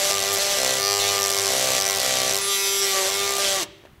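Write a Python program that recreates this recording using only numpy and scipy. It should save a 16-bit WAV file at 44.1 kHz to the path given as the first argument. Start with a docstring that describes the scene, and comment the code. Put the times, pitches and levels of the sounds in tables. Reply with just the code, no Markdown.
"""First you hear a close, humming buzz: a surgical saw cutting bone in a quiet room.
Its motor swings the blade back and forth and hums at that stroke rate. The blade rasps and buzzes in
the cut and, when it binds, slaps and knocks the bone on every first, second or third stroke.
The motor brakes as the saw is drawn back; a few handling taps and bumps follow over faint ventilation."""
import sys
import numpy as np
from scipy import signal
from scipy.fft import rfft, irfft
from scipy.io import wavfile
from scipy.ndimage import uniform_filter1d, map_coordinates

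SR = 44100
rng = np.random.default_rng(int(sys.argv[2]) if len(sys.argv) > 2 else 0)


def wav_out(sig):
    """Save sig, one row per channel (or a flat mono array), as 16-bit PCM at SR to the path in sys.argv[1]."""
    wavfile.write(sys.argv[1], SR, np.round(np.clip(np.atleast_2d(sig).T, -1, 1) * 32767).astype(np.int16))


N = 176400
t = np.arange(N) / SR


def amp(db):
    return 10 ** (np.asarray(db) / 20)


def unit(x):
    return x / np.sqrt(np.mean(x ** 2))


def smooth(x, seconds=.012):
    return uniform_filter1d(x, int(seconds * SR) + 1)


def band(x, hz, width_hz):
    """Lets through the sound around one pitch."""
    return signal.lfilter(*signal.iirpeak(min(hz, .45 * SR), hz / width_hz, fs=SR), x)


def colour(x, points):
    """Shapes the tone along (f/Hz, level/dB) points; white noise keeps its power."""
    hz, db = np.array(points, float).T
    size = 2048
    log_hz = np.log(np.arange(size // 2 + 1) * SR / size + 1)
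    cepstrum = irfft(np.log(amp(np.interp(log_hz, np.log(hz), db))))
    cepstrum[1:size // 2] *= 2  # folded so the filter rings only after a hit
    cepstrum[size // 2 + 1:] = 0
    response = irfft(np.exp(rfft(cepstrum)))
    return signal.fftconvolve(x, response / np.linalg.norm(response))[:N]


def walk(rate):
    """Smooth random wander with a spread near 1."""
    return map_coordinates(rng.standard_normal(1024), [np.arange(N) / SR * rate], mode="mirror")


def contacts(history, age):
    """A repeating burst of tiny contacts, renewed each time `history` grows by one."""
    patterns = rng.standard_normal((400, 720))
    return unit(map_coordinates(patterns, [history, age * SR], order=5, mode="mirror"))


# Blade strokes per second: t/s, f/Hz
SPEED = [(0.0, 197.3), (0.14, 198.8), (0.22, 196.3), (0.33, 199.4), (0.36, 196.4), (0.47, 200.3),
         (0.63, 195.9), (0.72, 195.9), (0.93, 201.0), (1.71, 194.4), (1.91, 195.9), (2.23, 193.1),
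         (2.48, 199.3), (2.55, 197.0), (2.83, 197.3), (3.05, 190.3), (3.1, 195.5), (3.19, 199.3),
         (3.41, 198.7), (3.58, 192.3), (3.596, 186), (3.61, 174), (3.64, 148)]

def motor(wobble=.0013, shudder=.06):
    """The motor's speed wobbles a little and shudders as it brakes."""
    hz = np.interp(t, *np.array(SPEED).T)
    braking = np.clip(1 - hz / 190, 0, 1)  # starts below 190 Hz
    return hz * (1 + wobble * walk(60) + shudder * braking * walk(250)), braking


# Tones in the hum: multiple of the stroke rate, relative level/dB
DRIVE_TONES = [(1, -24), (2, 1.3), (3, -17), (4, -9.5), (5, -13), (6, -4.5), (7, -13), (8, -15), (9, -14),
               (10, -7.5), (11, -9), (12, -13)]

def drive(turns, hum, braking, waver_db=1.2):
    """Motor and swinging head hum; tones 2 and 6 yield to the load, and high ones fade on braking."""
    tones = 0
    for order, db in DRIVE_TONES:
        load = {2: hum, 6: np.sqrt(hum)}.get(order, 1)
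        level = amp(db + waver_db * walk(6.6)) * load * (1 - braking) ** (order - 1)
        smear = .2884 * (order - 2) ** 2  # the housing spreads each pulse in time
        tones += level * np.cos(2 * np.pi * order * turns + smear)
    return amp(-33.3) * np.sqrt(2) * tones


# Tone of a slap: f/Hz, relative level/dB
SLAP_COLOUR = [(400, -22), (1000, -6), (1600, -9), (2600, -5), (3500, -4), (4400, -0.5), (5200, 0.5),
               (6000, 3), (6600, -3), (7500, 2.5), (8900, -5.5), (9800, -3.5), (10500, -11.5),
               (11700, -4.5), (13500, -13.5), (15000, -16)]

def slaps(level, age, strength, grit, rise_s=.00021, decay_s=.0012):
    """The binding blade slaps the bone in short, bright bursts."""
    burst = (1 - np.exp(-age / rise_s)) * np.exp(-age / decay_s) * strength
    return colour(level * unit(burst) * grit, SLAP_COLOUR)


# Tone of the rasp: f/Hz, relative level/dB
RASP_COLOUR = [(200, -14), (600, -3), (1000, -9.5), (1600, -5.5), (2100, -4), (2650, -3), (3200, -1),
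               (4300, -0.5), (5200, -1), (6000, 1.5), (6700, -2), (7600, -2.5), (8900, -7.5), (11600, -8),
               (13500, -16.5), (15500, -28)]

def rasp(level, turns, depth=.22, flutter_db=.74):
    """The teeth scrape out a hiss that swells once a stroke."""
    swell = np.exp(depth * np.cos(2 * np.pi * (turns - .2)))
    sweep = unit(swell * amp(flutter_db * walk(90)))
    return colour(level * sweep * rng.standard_normal(N), RASP_COLOUR)


# Tone of the buzz: f/Hz, relative level/dB
BUZZ_COLOUR = [(500, -15.5), (1300, -18), (2400, 0), (3700, 5), (5200, 0), (6000, 3.5), (6700, -5),
               (7600, -1.5), (8700, -22), (11500, -6), (13800, -21), (15500, -12)]

def buzz(level, history, stroke_age):
    """The blade rattles in the cut, much the same way on each stroke."""
    return colour(level * contacts(history, stroke_age), BUZZ_COLOUR)


# Ring of the bone and handpiece: f/Hz, relative level/dB
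KNOCK_COLOUR = [(45, -17), (95, 2.5), (135, 4.5), (195, -17.5), (260, 4.5), (325, -13.5), (395, -12),
                (460, 3), (600, 6.5), (790, 2), (890, -13.5), (1000, 2.5), (1400, 0.5), (2500, -5)]

def knocks(age, hz, strength, lag_s=.00051, decay_s=.0006):
    """Just after each slap the bone and handpiece ring, over a low, uneven shaking."""
    since = np.maximum(age - lag_s, 0)
    push = since * np.exp(-since / decay_s) * np.sin(2 * np.pi * hz * since)
    bone = unit(colour(push * strength, KNOCK_COLOUR))
    shaking = band(band(rng.standard_normal(N), 102, 170), 102, 170)
    return bone - bone.mean() + amp(-32) * unit(shaking)


# Pinches: start t/s, end t/s, f/Hz, width/Hz, relative level/dB of the added ring
PINCHES = [(0.33, 0.352, 14400, 4000, 10), (0.827, 0.99, 5000, 450, 5.5), (1.876, 1.974, 14900, 2000, -9),
           (2.073, 2.26, 3170, 300, -10), (2.343, 2.399, 14540, 2986, -6), (2.414, 2.492, 9866, 595, 15),
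           (2.5, 2.807, 11010, 1700, 3), (2.503, 2.573, 3730, 700, -6), (3.446, 3.55, 3266, 350.4, 2)]

def pinch_rings(blade):
    """The blade rings while it is pinched."""
    for start, end, hz, width_hz, db in PINCHES:
        pinch = smooth(1. * ((t > start) & (t < end)))
        blade = blade + amp(db) * pinch * band(blade, hz, width_hz)
    return blade


# How the blade sits in the cut: start t/s, strokes per slap, level/dB of knock, slap, rasp and buzz,
# hum gain/dB, strokes a contact pattern lasts, knock f/Hz
GRIPS = [(0, 1, -28, -28.5, -23.5, -38, -13.5, 7.8, 604), (.112, 2, -32.5, -26.5, -31, -32.5, -3, 4.4, 700),
         (.228, 2, -31.5, -27.5, -29, -32.5, -2.5, 3.47, 706),
         (.39, 1, -29, -31, -25, -30.5, -12.5, 4.4, 594),
         (.571, 3, -29.5, -26.5, -25.5, -31.5, -4, 11.1, 570),
         (.708, 3, -33, -30, -26.5, -29.5, -3.5, 10.8, 547),
         (.801, 2, -32, -25.5, -37, -32.5, -2.5, 39.7, 715.2),
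         (.991, 2, -30.5, -27.5, -28, -26.5, -5.5, 7.55, 664),
         (1.17, 2, -32, -24.5, -31.5, -34, -2, 3.84, 690),
         (1.316, 2, -32.5, -26, -28.5, -36.5, -0.5, 4.6, 700),
         (1.49, 3, -30.5, -28.5, -24, -35, -4, 14.5, 580),
         (1.792, 2, -33, -25.5, -34.5, -31, 0.5, 3.55, 670),
         (2.001, 3, -31, -28.5, -25, -33.5, -10.5, 10, 615.6),
         (2.325, 2, -33.5, -25, -34, -32.5, -0.5, 3.03, 680), (2.4, 1, -71, -54, -30, -31, -4, 18, 786),
         (2.48, 1, -55, -31, -30.5, -27.5, -0.5, 28.1, 774), (2.82, 1, -41, -27, -27, -28, 3.5, 14.3, 690),
         (2.94, 1, -33, -30.5, -23.5, -38, 1.5, 4.84, 546.3), (3.09, 2, -36, -29, -30.5, -28.5, -3, 9, 704),
         (3.262, 3, -37.5, -29.5, -28.5, -32.5, -3.5, 6.1, 722.3),
         (3.39, 1, -30, -29.5, -24.5, -45, -6, 7.5, 543), (3.57, 1, -42, -37, -26, -33, -2.5, 2.4, 596)]
# The blade catches a stroke early and its slaps stutter: t/s
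SLIPS = [.375, 1.071, 1.306, 1.44, 1.869, 1.975, 2.356]

def saw(stop_s=3.632, brake_s=.008):
    """The motor swings the blade; the bone's grip sets the rhythm and loudness of its sounds."""
    hz, braking = motor()
    turns = np.cumsum(hz) / SR
    stroke = turns.astype(int)
    grips = np.array(GRIPS)
    first_strokes = np.floor(np.interp(grips[:, 0], t, turns))
    grip = grips[np.interp(stroke, first_strokes, np.arange(len(grips))).astype(int)]
    every = np.maximum(np.round(grip[:, 1]), 1)
    knock_level, slap_level, rasp_level, buzz_level, hum = smooth(amp(grip[:, 2:7].T))
    knock_level, hum = smooth(np.array([knock_level, hum]), seconds=.028)
    history = np.cumsum(hz / np.maximum(grip[:, 7], 1)) / SR

    # Each new grip or slip restarts the count of strokes.
    restarts = np.sort(np.append(first_strokes, np.floor(np.interp(SLIPS, t, turns))))
    last_restart = restarts[np.searchsorted(restarts, stroke, "right") - 1]
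    age = (turns - last_restart) % every / hz  # seconds since the last slap
    scatter = rng.standard_normal((1024, 4)) * [.5, .7, 28e-6, 60e-6]  # no two strokes are alike
    slap_db, knock_db, jitter_s, knock_jitter_s = scatter[stroke].T

    blade = slaps(slap_level, age, np.sqrt(every) * amp(slap_db), contacts(history, age + jitter_s))
    blade += rasp(rasp_level, turns)
    blade += buzz(buzz_level, history, turns % 1 / hz + jitter_s)
    bone = knock_level * knocks(age + knock_jitter_s, grip[:, 8], np.sqrt(every) * amp(knock_db))
    running = np.exp(-np.maximum(t - stop_s, 0) / brake_s)
    return running * (drive(turns, hum, braking) + pinch_rings(blade) + bone)


# The room's echo: f/Hz, t/s to fade by 60 dB, relative level/dB
ECHO = [(131, 0.78, 0.5), (370, 1, -11.5), (1020, 0.2, -3), (2545.4, 0.86, -15), (5700, 0.82, -30.5),
        (11000, 0.89, -46)]

def room(x):
    """Hard walls add a faint wash of echoes."""
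    delay = t[:SR]
    tail = 0
    for hz, fade_s, db in ECHO:
        decay = rng.standard_normal(SR) * np.exp(-np.log(1000) * delay / fade_s) * (delay > .005)
        tail += amp(db) * band(band(decay / np.linalg.norm(decay), hz, hz), hz, hz)
    return x + signal.fftconvolve(x, tail)[:N]


# Tone of the moving air: f/Hz, relative level/dB
AIR_COLOUR = [(24, -46), (35, -12), (48, -20), (65, 0), (120, -3), (250, -10), (500, -18), (1000, -15.5),
              (2200, -20.5), (5000, -35), (15000, -33)]

def ventilation(db=-54.5):
    """Moving air rumbles softly throughout."""
    return amp(db) * colour(rng.standard_normal(N), AIR_COLOUR)


# Light taps: t/s, level/dB
TAPS = [(3.838, -44), (3.852, -34.5), (3.858, -41.5), (3.871, -44)]
# Tone of a tap: f/Hz, relative level/dB
TAP_COLOUR = [(150, -12), (600, 2.5), (1100, -8), (1700, -5), (3200, -16), (5000, -22), (15000, -39.5)]
# Soft bumps: t/s, f/Hz, level/dB
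BUMPS = [(3.918, 110, -44.5), (3.932, 95, -41), (3.98, 85, -42)]

def handling(tap_decay_s=.0021, bump_decay_s=.007):
    """The saw taps and bumps as it is lifted away."""
    def hit(at, db, decay_s):
        return amp(db) * (t >= at) * np.exp(-abs(t - at) / decay_s)

    taps = sum(hit(at, db, tap_decay_s) for at, db in TAPS)
    bumps = sum(hit(at, db, bump_decay_s) * np.sin(2 * np.pi * hz * (t - at)) for at, hz, db in BUMPS)
    return colour(taps * rng.standard_normal(N), TAP_COLOUR) + bumps


def scene():
    """Saw and handling in the room, over the ventilation."""
    return (room(saw() + handling()) + ventilation())[None]


def record(dry):
    """Cuts the treble above 15750 Hz."""
    return signal.sosfilt(signal.ellip(14, .2, 80, 15750, fs=SR, output="sos"), dry)


dry = scene()
out = record(dry)
wav_out(out)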